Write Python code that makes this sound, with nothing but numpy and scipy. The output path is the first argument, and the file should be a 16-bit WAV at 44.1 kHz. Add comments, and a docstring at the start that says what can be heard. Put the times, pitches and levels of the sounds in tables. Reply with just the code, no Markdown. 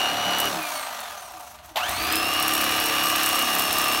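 """The whine and rattle of an electric knife cutting fish on a kitchen counter, close to one microphone.
The trigger is let go, the motor coasts down, then kicks in again. One speed drives the machine:
the armature slots whine, the gears rattle with each stroke, the handle hums, and the two blades
hiss and tick against each other and the bones. A low rumble of handling lies underneath."""
import sys
import numpy as np
from scipy import signal
from scipy.fft import rfft, irfft
from scipy.io import wavfile
from scipy.ndimage import uniform_filter1d

SR = 44100
rng = np.random.default_rng(int(sys.argv[2]) if len(sys.argv) > 2 else 0)


def wav_out(sig):
    """Save sig, one row per channel (or a flat mono array), as 16-bit PCM at SR to the path in sys.argv[1]."""
    wavfile.write(sys.argv[1], SR, np.round(np.clip(np.atleast_2d(sig).T, -1, 1) * 32767).astype(np.int16))


N = 176400

SLOTS, GEAR_RATIO = 8, 10  # armature slots, rotor turns per stroke
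OFF_S, ON_S = 0.484, 1.757  # trigger let go, pressed again
PHASE_JITTER, TICK_DECAY_S = .13, 0.0014
# relative levels of the moving parts: (time [s], gear rattle [dB], whirr [dB], blades [dB])
DRIVE_LEVELS = [(0, -30, -26.5, -36.5), (.14, -35, -29, -40), (.3, -29.5, -27, -39),
                (.47, -32.5, -27.5, -36), (.54, -31, -32, -36), (.62, -35.5, -32, -41),
                (.72, -33, -32, -35), (.85, -36.5, -34, -41), (1.05, -38.5, -36.5, -43.5),
                (1.31, -43.5, -44, -48), (1.42, -43, -45.5, -48), (1.52, -46, -46.5, -47.5),
                (1.61, -50, -47.5, -59.5), (1.66, -48, -47.5, -50.5), (1.755, -44.5, -48, -56),
                (1.775, -32.5, -35, -44), (1.86, -33.5, -32.5, -38.5), (1.95, -34, -31.5, -36),
                (2.13, -36, -24.5, -35), (2.25, -35, -28.5, -36), (2.6, -33, -25.5, -32.5),
                (3.4, -33.5, -26, -31), (4.0, -30.5, -26, -32)]
# spectrum of a blade click: (frequency [Hz], level [dB])
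CLICK_SPECTRUM = [(1000, -14), (3000, -6), (5500, -10), (7200, -8), (8400, 2), (10500, -5), (12500, 1),
                  (14500, 0), (16000, -5)]


def undb(db):
    """Decibels to amplitude."""
    return 10 ** (np.asarray(db) / 20)


def unit(x):
    """Scale to rms 1."""
    return x / np.sqrt(np.mean(x ** 2))


def curve(rows, column=1):
    """One column of a table, joined by straight lines in time."""
    rows = np.array(rows)
    return np.interp(np.arange(N) / SR, rows[:, 0], rows[:, column])


def colour(x, points):
    """Causal filter through (frequency [Hz], level [dB]) points that keeps the power of white noise."""
    hz, db = np.array(points).T
    size = 4096
    f = np.maximum(np.fft.rfftfreq(size, 1 / SR), 1)
    skirts = np.clip(np.minimum(f / hz[0], hz[-1] / f), 1e-3, 1) ** 2
    cepstrum = irfft(np.interp(np.log(f), np.log(hz), db) * np.log(10) / 20 + np.log(skirts))
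    cepstrum[1:size // 2] *= 2  # fold to minimum phase
    cepstrum[size // 2 + 1:] = 0
    impulse = irfft(np.exp(rfft(cepstrum)))
    return signal.fftconvolve(x, impulse / np.linalg.norm(impulse))[:N]


def walk(rate):
    """Smooth random motion at rms 1 that changes about rate times a second."""
    hold = max(int(SR / rate), 1)
    steps = np.repeat(rng.standard_normal(N)[:N // hold + 1], hold)
    return unit(uniform_filter1d(steps, hold)[:N])


def lift(f, centre_hz, width_hz, db):
    """Gain of a resonance for a tone at f."""
    return np.sqrt(1 + undb(db) ** 2 / (1 + (2 * (f - centre_hz) / width_hz) ** 2))


def ring(x, hz, width_hz):
    """A steep resonance, at rms 1."""
    b, a = signal.iirpeak(hz, hz / width_hz, fs=SR)
    return unit(signal.lfilter(b, a, signal.lfilter(b, a, x)))


def burst(t, start, decay_s):
    """Instant attack and exponential decay."""
    return (t >= start) * np.exp(-np.minimum(np.abs(t - start) / decay_s, 60))


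def contacts(strokes, count, slip_s, spread_db, scatter_db):
    """Impacts at the same places of every stroke, each a little off in time and strength."""
    place = (np.arange(count) + rng.random(count)) / count
    size = rng.standard_normal(count)
    sign = rng.choice([-1, 1], count)
    turns = np.arange(150)[:, None]
    slip, scatter = rng.standard_normal((2, len(turns), count))
    at = np.interp(turns + place, strokes, np.arange(N), right=2 * N) + slip_s * SR * slip
    strength = sign * undb(spread_db * size + scatter_db * scatter)
    heard = (at >= 0) & (at < N)
    return unit(np.bincount(at[heard].astype(int), strength[heard], N))


def kitchen(x, echo_db=-11, t60_s=0.11):
    """Short echoes from the counter and cupboards follow the direct sound to the microphone."""
    t = np.arange(SR // 3) / SR
    tail = rng.standard_normal(len(t)) * np.exp(-np.log(1000) * t / t60_s) * (1 - np.exp(-t / 0.0072))
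    echoes = signal.fftconvolve(x, tail / np.linalg.norm(tail))[:N]
    return (x + undb(echo_db) * echoes) / np.hypot(1, undb(echo_db))


def handling_rumble():
    """Low handling noise, strongest just after the restart."""
    # spectrum of the rumble: (frequency [Hz], level [dB])
    spectrum = [(20, -26), (50, 4), (78, 10.5), (120, -3), (250, -2), (500, -16), (1500, -41)]
    # its strength: (time [s], level [dB])
    levels = [(.45, -60), (.8, -66), (1.5, -59), (1.82, -55), (1.92, -40), (2.2, -47), (3.0, -53.5),
              (4.0, -50.5)]
    return colour(rng.standard_normal(N), spectrum) * undb(curve(levels))


def trigger_knocks(t):
    """The trigger clicks and the gears take up their slack."""
    # knocks of switch and gears: (time [s], level [dB], decay [s])
    knocks = [(1.588, -44, 0.0042), (1.692, -43, 0.0058), (1.759, -22, 0.0076), (1.768, -24, 0.03)]
    # their spectrum: (frequency [Hz], level [dB])
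    spectrum = [(300, -38), (520, -26), (640, 7), (950, 7), (1500, -1), (2200, 2), (3000, 5.5), (4400, 0),
                (5200, -6.5), (10000, -14.5), (13000, -6), (16000, -19)]
    envelope = sum(undb(db) * burst(t, start, decay) for start, db, decay in knocks)
    return colour(envelope * rng.standard_normal(N), spectrum)


def handle_hum(slot_hz, strokes, resonance_hz=319, cutoff_hz=243):
    """Stroke and rotor harmonics shake the handle, swelling as they cross its resonance."""
    # stroke harmonics 1, 2, 3 ..: (relative level [dB])
    stroke_db = [-66.5, -62, -56.5, -61, -51.5, -53, -53.5, -49, -54.5, -59, -53.5, -66, -51, -54.5, -52.5,
                 -49]
    # their joint strength: (time [s], gain [dB])
    stroke_gain = [(0, 3), (.38, 2), (.46, 5), (.59, 0.5), (.64, -15), (1.0, -37), (1.8, -24), (2.0, -6),
                   (2.17, 0.5), (3.8, 1)]
    # harmonics 1, 2, 3 .. 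of the rotor's unbalance: (relative level [dB])
    rotor_db = [-58, -80, -92, -83]
    # how strongly each excites the resonance: (lift [dB])
    rotor_lift_db = [20, 28, 14, 33]

    def tone(k, db, lift_db):
        swell = lift(k * slot_hz / SLOTS / GEAR_RATIO, resonance_hz, width_hz=9.2, db=lift_db)
        scatter_db = 2 * walk(6.5) + 3.5 * walk(35)  # each stroke shakes a little differently
        gain = swell * undb(db + scatter_db / swell)
        angle = 2 * np.pi * (k * strokes + rng.random()) + PHASE_JITTER * walk(39)
        return np.sqrt(2) * gain * np.sin(angle)

    stroke_lift_db = 19.5 * (np.arange(N) > ON_S * SR)
    hum = sum(tone(k, db, stroke_lift_db) for k, db in enumerate(stroke_db, 1))
    hum *= undb(curve(stroke_gain))
    for k, (db, lift_db) in enumerate(zip(rotor_db, rotor_lift_db), 1):
        bass_loss = np.hypot(1, (cutoff_hz * SLOTS / k / slot_hz) ** 6)  # the handle radiates little bass
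        hum += tone(k * GEAR_RATIO, db, lift_db) / bass_loss
    return hum


def gear_rattle(strokes, swing):
    """Gear contacts rattle the housing and set the gearcase and blades ringing."""
    # spectrum of the rattle: (frequency [Hz], level [dB])
    spectrum = [(200, -25), (330, -23.5), (480, -19), (550, -20.5), (620, -3.5), (725, -10), (830, -7.5),
                (950, -6.5), (1080, -9.5), (1500, -30)]
    # resonances of gearcase and blades: (frequency [Hz], width [Hz])
    modes = [(727, 87), (1175, 156)]
    # their strength: (time [s], gearcase [dB], blade rasp [dB])
    mode_levels = [(0, -31, -39), (.45, -36.5, -40), (.85, -46.5, -42), (1.33, -42, -48),
                   (1.43, -43.5, -45.5), (1.59, -55, -65), (1.75, -56, -66), (1.8, -34.5, -37),
                   (2.15, -38, -34), (2.6, -38.5, -30.5), (2.86, -37, -40), (2.94, -39, -30),
                   (3.18, -37.5, -29.5), (3.62, -39, -33), (3.92, -43, -31)]
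    impacts = contacts(strokes, count=36, slip_s=.0001, spread_db=1, scatter_db=3)
    force = unit(impacts + 0.82 * rng.standard_normal(N)) * swing
    rings = sum(ring(force, *mode) * undb(curve(mode_levels, k)) for k, mode in enumerate(modes, 1))
    return rings + undb(-1) * colour(force * undb(curve(DRIVE_LEVELS, column=1)), spectrum)


def gear_whirr(strokes, swing, cutting):
    """Meshing teeth ring the housing, whose colour shifts as the knife starts to cut."""
    # spectrum running free: (frequency [Hz], level [dB])
    free_spectrum = [(750, -26.5), (1000, -15.5), (1150, 5), (1300, 0.5), (1450, 1.5), (1750, -1.5),
                     (2050, -4.5), (2500, -2.5), (3300, -5.5), (4300, -5), (5000, -14), (6500, -17)]
    # spectrum while cutting: (frequency [Hz], level [dB])
    cut_spectrum = [(750, -40), (1000, -11.5), (1170, -7), (1380, -11.5), (1700, -7), (2100, -13),
                    (2620, -7), (3100, -12), (4300, -13), (5000, -21), (6500, -35)]
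    teeth = contacts(strokes, count=80, slip_s=.00007, spread_db=0.5, scatter_db=5)
    mesh = unit(teeth + 0.82 * rng.standard_normal(N)) * swing * undb(curve(DRIVE_LEVELS, column=2))
    free = colour(mesh * np.sqrt(1 - cutting), free_spectrum)
    loaded = colour(mesh * np.sqrt(cutting), cut_spectrum)
    return undb(-1.5) * (free + loaded)


def blade_rub(strokes, swing, cutting):
    """The blades hiss as they slide and chatter as they tap together, harder when cutting."""
    # spectrum of the sliding blades: (frequency [Hz], level [dB])
    spectrum = [(3000, -23), (5000, 7), (6200, 12), (7400, 6), (8700, 6.5), (10200, 5), (11500, 9),
                (14000, 3), (16000, 6)]
    level = undb(curve(DRIVE_LEVELS, column=3))
    hiss = colour(rng.standard_normal(N) * swing * level, spectrum)
    taps = contacts(strokes, count=5, slip_s=0.00073, spread_db=3, scatter_db=4.5)
    decays = signal.lfilter([1], [1, -np.exp(-1 / (TICK_DECAY_S * SR))], np.abs(taps))
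    clicks = unit(decays * rng.standard_normal(N))
    chatter = colour(clicks * level * (.5 + .5 * cutting), CLICK_SPECTRUM)
    return undb(-0.57) * hiss + undb(-2.5) * chatter


def blade_ticks(t):
    """The blades snap against each other and the bones: a bright crack with a short ring."""
    # single snaps: (time [s], relative level [dB])
    snaps = [(0.385, -17), (0.4015, -10.5), (.4543, -20), (0.6282, -25), (1.004, -27), (1.4087, -33),
             (1.659, -38), (1.893, -16.5), (1.9164, -24), (2.1243, -16), (2.156, -12), (2.336, -18),
             (2.3988, -15.5), (2.426, -13.5), (2.4805, -10), (2.537, -13.5), (2.552, -13), (2.612, -12),
             (2.641, -15.5), (2.801, -15), (2.859, -15), (3.1004, -14.5), (3.1596, -12), (3.233, -12),
             (3.2612, -10), (3.29, -12.5), (3.391, -14), (3.5855, -15), (3.5952, -10), (3.728, -12.5),
             (3.7842, -11.5), (3.815, -14.5), (3.8426, -15)]
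    hits = np.zeros(N)
    for start, db in snaps:
        hits[int(start * SR)] += undb(db - 4.5)
    age = t[:SR // 20]
    shape = burst(age, 0, TICK_DECAY_S) + undb(-10.5) * burst(age, 0, decay_s=0.0084)
    return colour(signal.fftconvolve(hits, shape)[:N] * rng.standard_normal(N), CLICK_SPECTRUM)


def motor_whine(t, slot_hz, mains_pull_hz=120, shell_db=17.5, fade_hz=1400):
    """Slot tones with mains sidebands: rough at the restart, swelling as they glide over resonances."""
    # whine partials: (multiple of the slot rate, sideband [steps of the mains pull])
    partials = [(1, 0), (1, 1), (1, -1), (2, 0), (2, -1), (3, 0), (4, 0), (5, 0), (6, 0)]
    # their relative levels: (running free [dB], cutting [dB], coasting [dB])
    partial_db = [(-44.5, -47.5, -48), (-48.5, -45.5, -80), (-56, -55, -80), (-42, -37, -52),
                  (-58, -47, -80), (-58, -56, -62), (-51, -44, -53), (-70, -68, -63), (-66, -57, -55)]
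    # wavering of the lowest tone and its sidebands under power: (time [s], gain [dB])
    waver = [(0, 2), (.08, -2.5), (.14, -8.5), (.25, -3), (.49, 0.5), (1.85, 6.5), (1.91, -1), (2.24, 1),
             (2.5, -5), (4.0, -1.5)]
    # resonances of the motor frame: (frequency [Hz], width [Hz], lift [dB])
    frame_modes = [(2380, 200, 6), (3550, 400, 9), (4480, 350, 8), (5900, 500, 11), (9000, 550, 13),
                   (12500, 1500, 6)]
    powered = uniform_filter1d(((t < OFF_S) | (t > ON_S)) * 1., SR // 100)
    surge = 2.64 * np.exp(-np.abs(t - ON_S) / 0.13) * (t > ON_S)  # extra current at the restart
    roughness = 1 + .9 * (1 - powered) + .8 * surge
    angle = 2 * np.pi * np.cumsum(slot_hz) / SR + PHASE_JITTER * (walk(450) * roughness + walk(34) / 2)
    speed = slot_hz / slot_hz.max()
    whine = 0
    for (k, side), (free_db, cut_db, coast_db) in zip(partials, partial_db):
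        tone_hz = k * slot_hz + side * mains_pull_hz
        shell = lift(tone_hz, centre_hz=2865, width_hz=150, db=shell_db if k == 1 else shell_db / 2)
        frame = np.max([lift(k * slot_hz, *mode) for mode in frame_modes], axis=0)
        pull = speed + surge * (.9 if side == 0 else .5) / k ** 2.1
        driven = undb(np.where(t < ON_S, free_db, cut_db)) * shell * pull
        if k == 1:
            driven *= undb(curve(waver))
        shaken_frame = undb(-56) * np.sqrt(surge) * speed * frame
        driven = np.hypot(driven, shaken_frame) * undb(surge * walk(90))
        coasting = frame * undb(coast_db + 2.8 * walk(45)) * speed ** 1.5
        coasting /= np.hypot(1, (fade_hz / slot_hz) ** 6)  # dies away as the motor slows
        flicker = undb(1.5 * walk(29.94))
        gain = (powered * driven + (1 - powered) * coasting) * flicker
        whine += np.sqrt(2) * gain * np.sin(k * angle + 2 * np.pi * side * mains_pull_hz * t)
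    return whine


def scene():
    """The knife at close range, in mono; only its clatter echoes in the kitchen."""
    # motor speed: (time [s], slot passing rate [Hz])
    motor_speed = [(0, 2838), (.08, 2850), (.2, 2915), (.38, 2930), (.48, 2922), (.54, 2670), (.67, 2370),
                   (.8, 2165), (1.11, 1695), (1.38, 1260), (1.755, 570), (1.79, 1000), (1.83, 1420),
                   (1.9, 1900), (2.0, 2275), (2.14, 2540), (2.3, 2705), (2.5, 2797), (2.68, 2766),
                   (3.1, 2782), (3.3, 2768), (3.56, 2717), (4.0, 2697)]
    t = np.arange(N) / SR
    slot_hz = uniform_filter1d(curve(motor_speed), SR // 50, mode="nearest")
    strokes = np.cumsum(slot_hz) / SR / SLOTS / GEAR_RATIO
    # gears and blades work hardest twice a stroke
    swing = unit(undb(0.76 * np.sin(2 * np.pi * strokes) + 2.62 * np.sin(4 * np.pi * strokes)))
    cutting = np.clip((t - ON_S) / 0.26, 0, 1)
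    rumble = handling_rumble()
    gears = gear_rattle(strokes, swing) + gear_whirr(strokes, swing, cutting)
    blades = blade_rub(strokes, swing, cutting) + blade_ticks(t)
    clatter = kitchen(gears + blades + trigger_knocks(t))
    return (rumble + clatter + motor_whine(t, slot_hz) + handle_hum(slot_hz, strokes))[None]


def record(dry):
    """The recorder cuts the top treble steeply."""
    top_hz = 15750
    return signal.sosfilt(signal.ellip(10, .2, 80, top_hz, fs=SR, output="sos"), dry)


dry = scene()
out = record(dry)
wav_out(out)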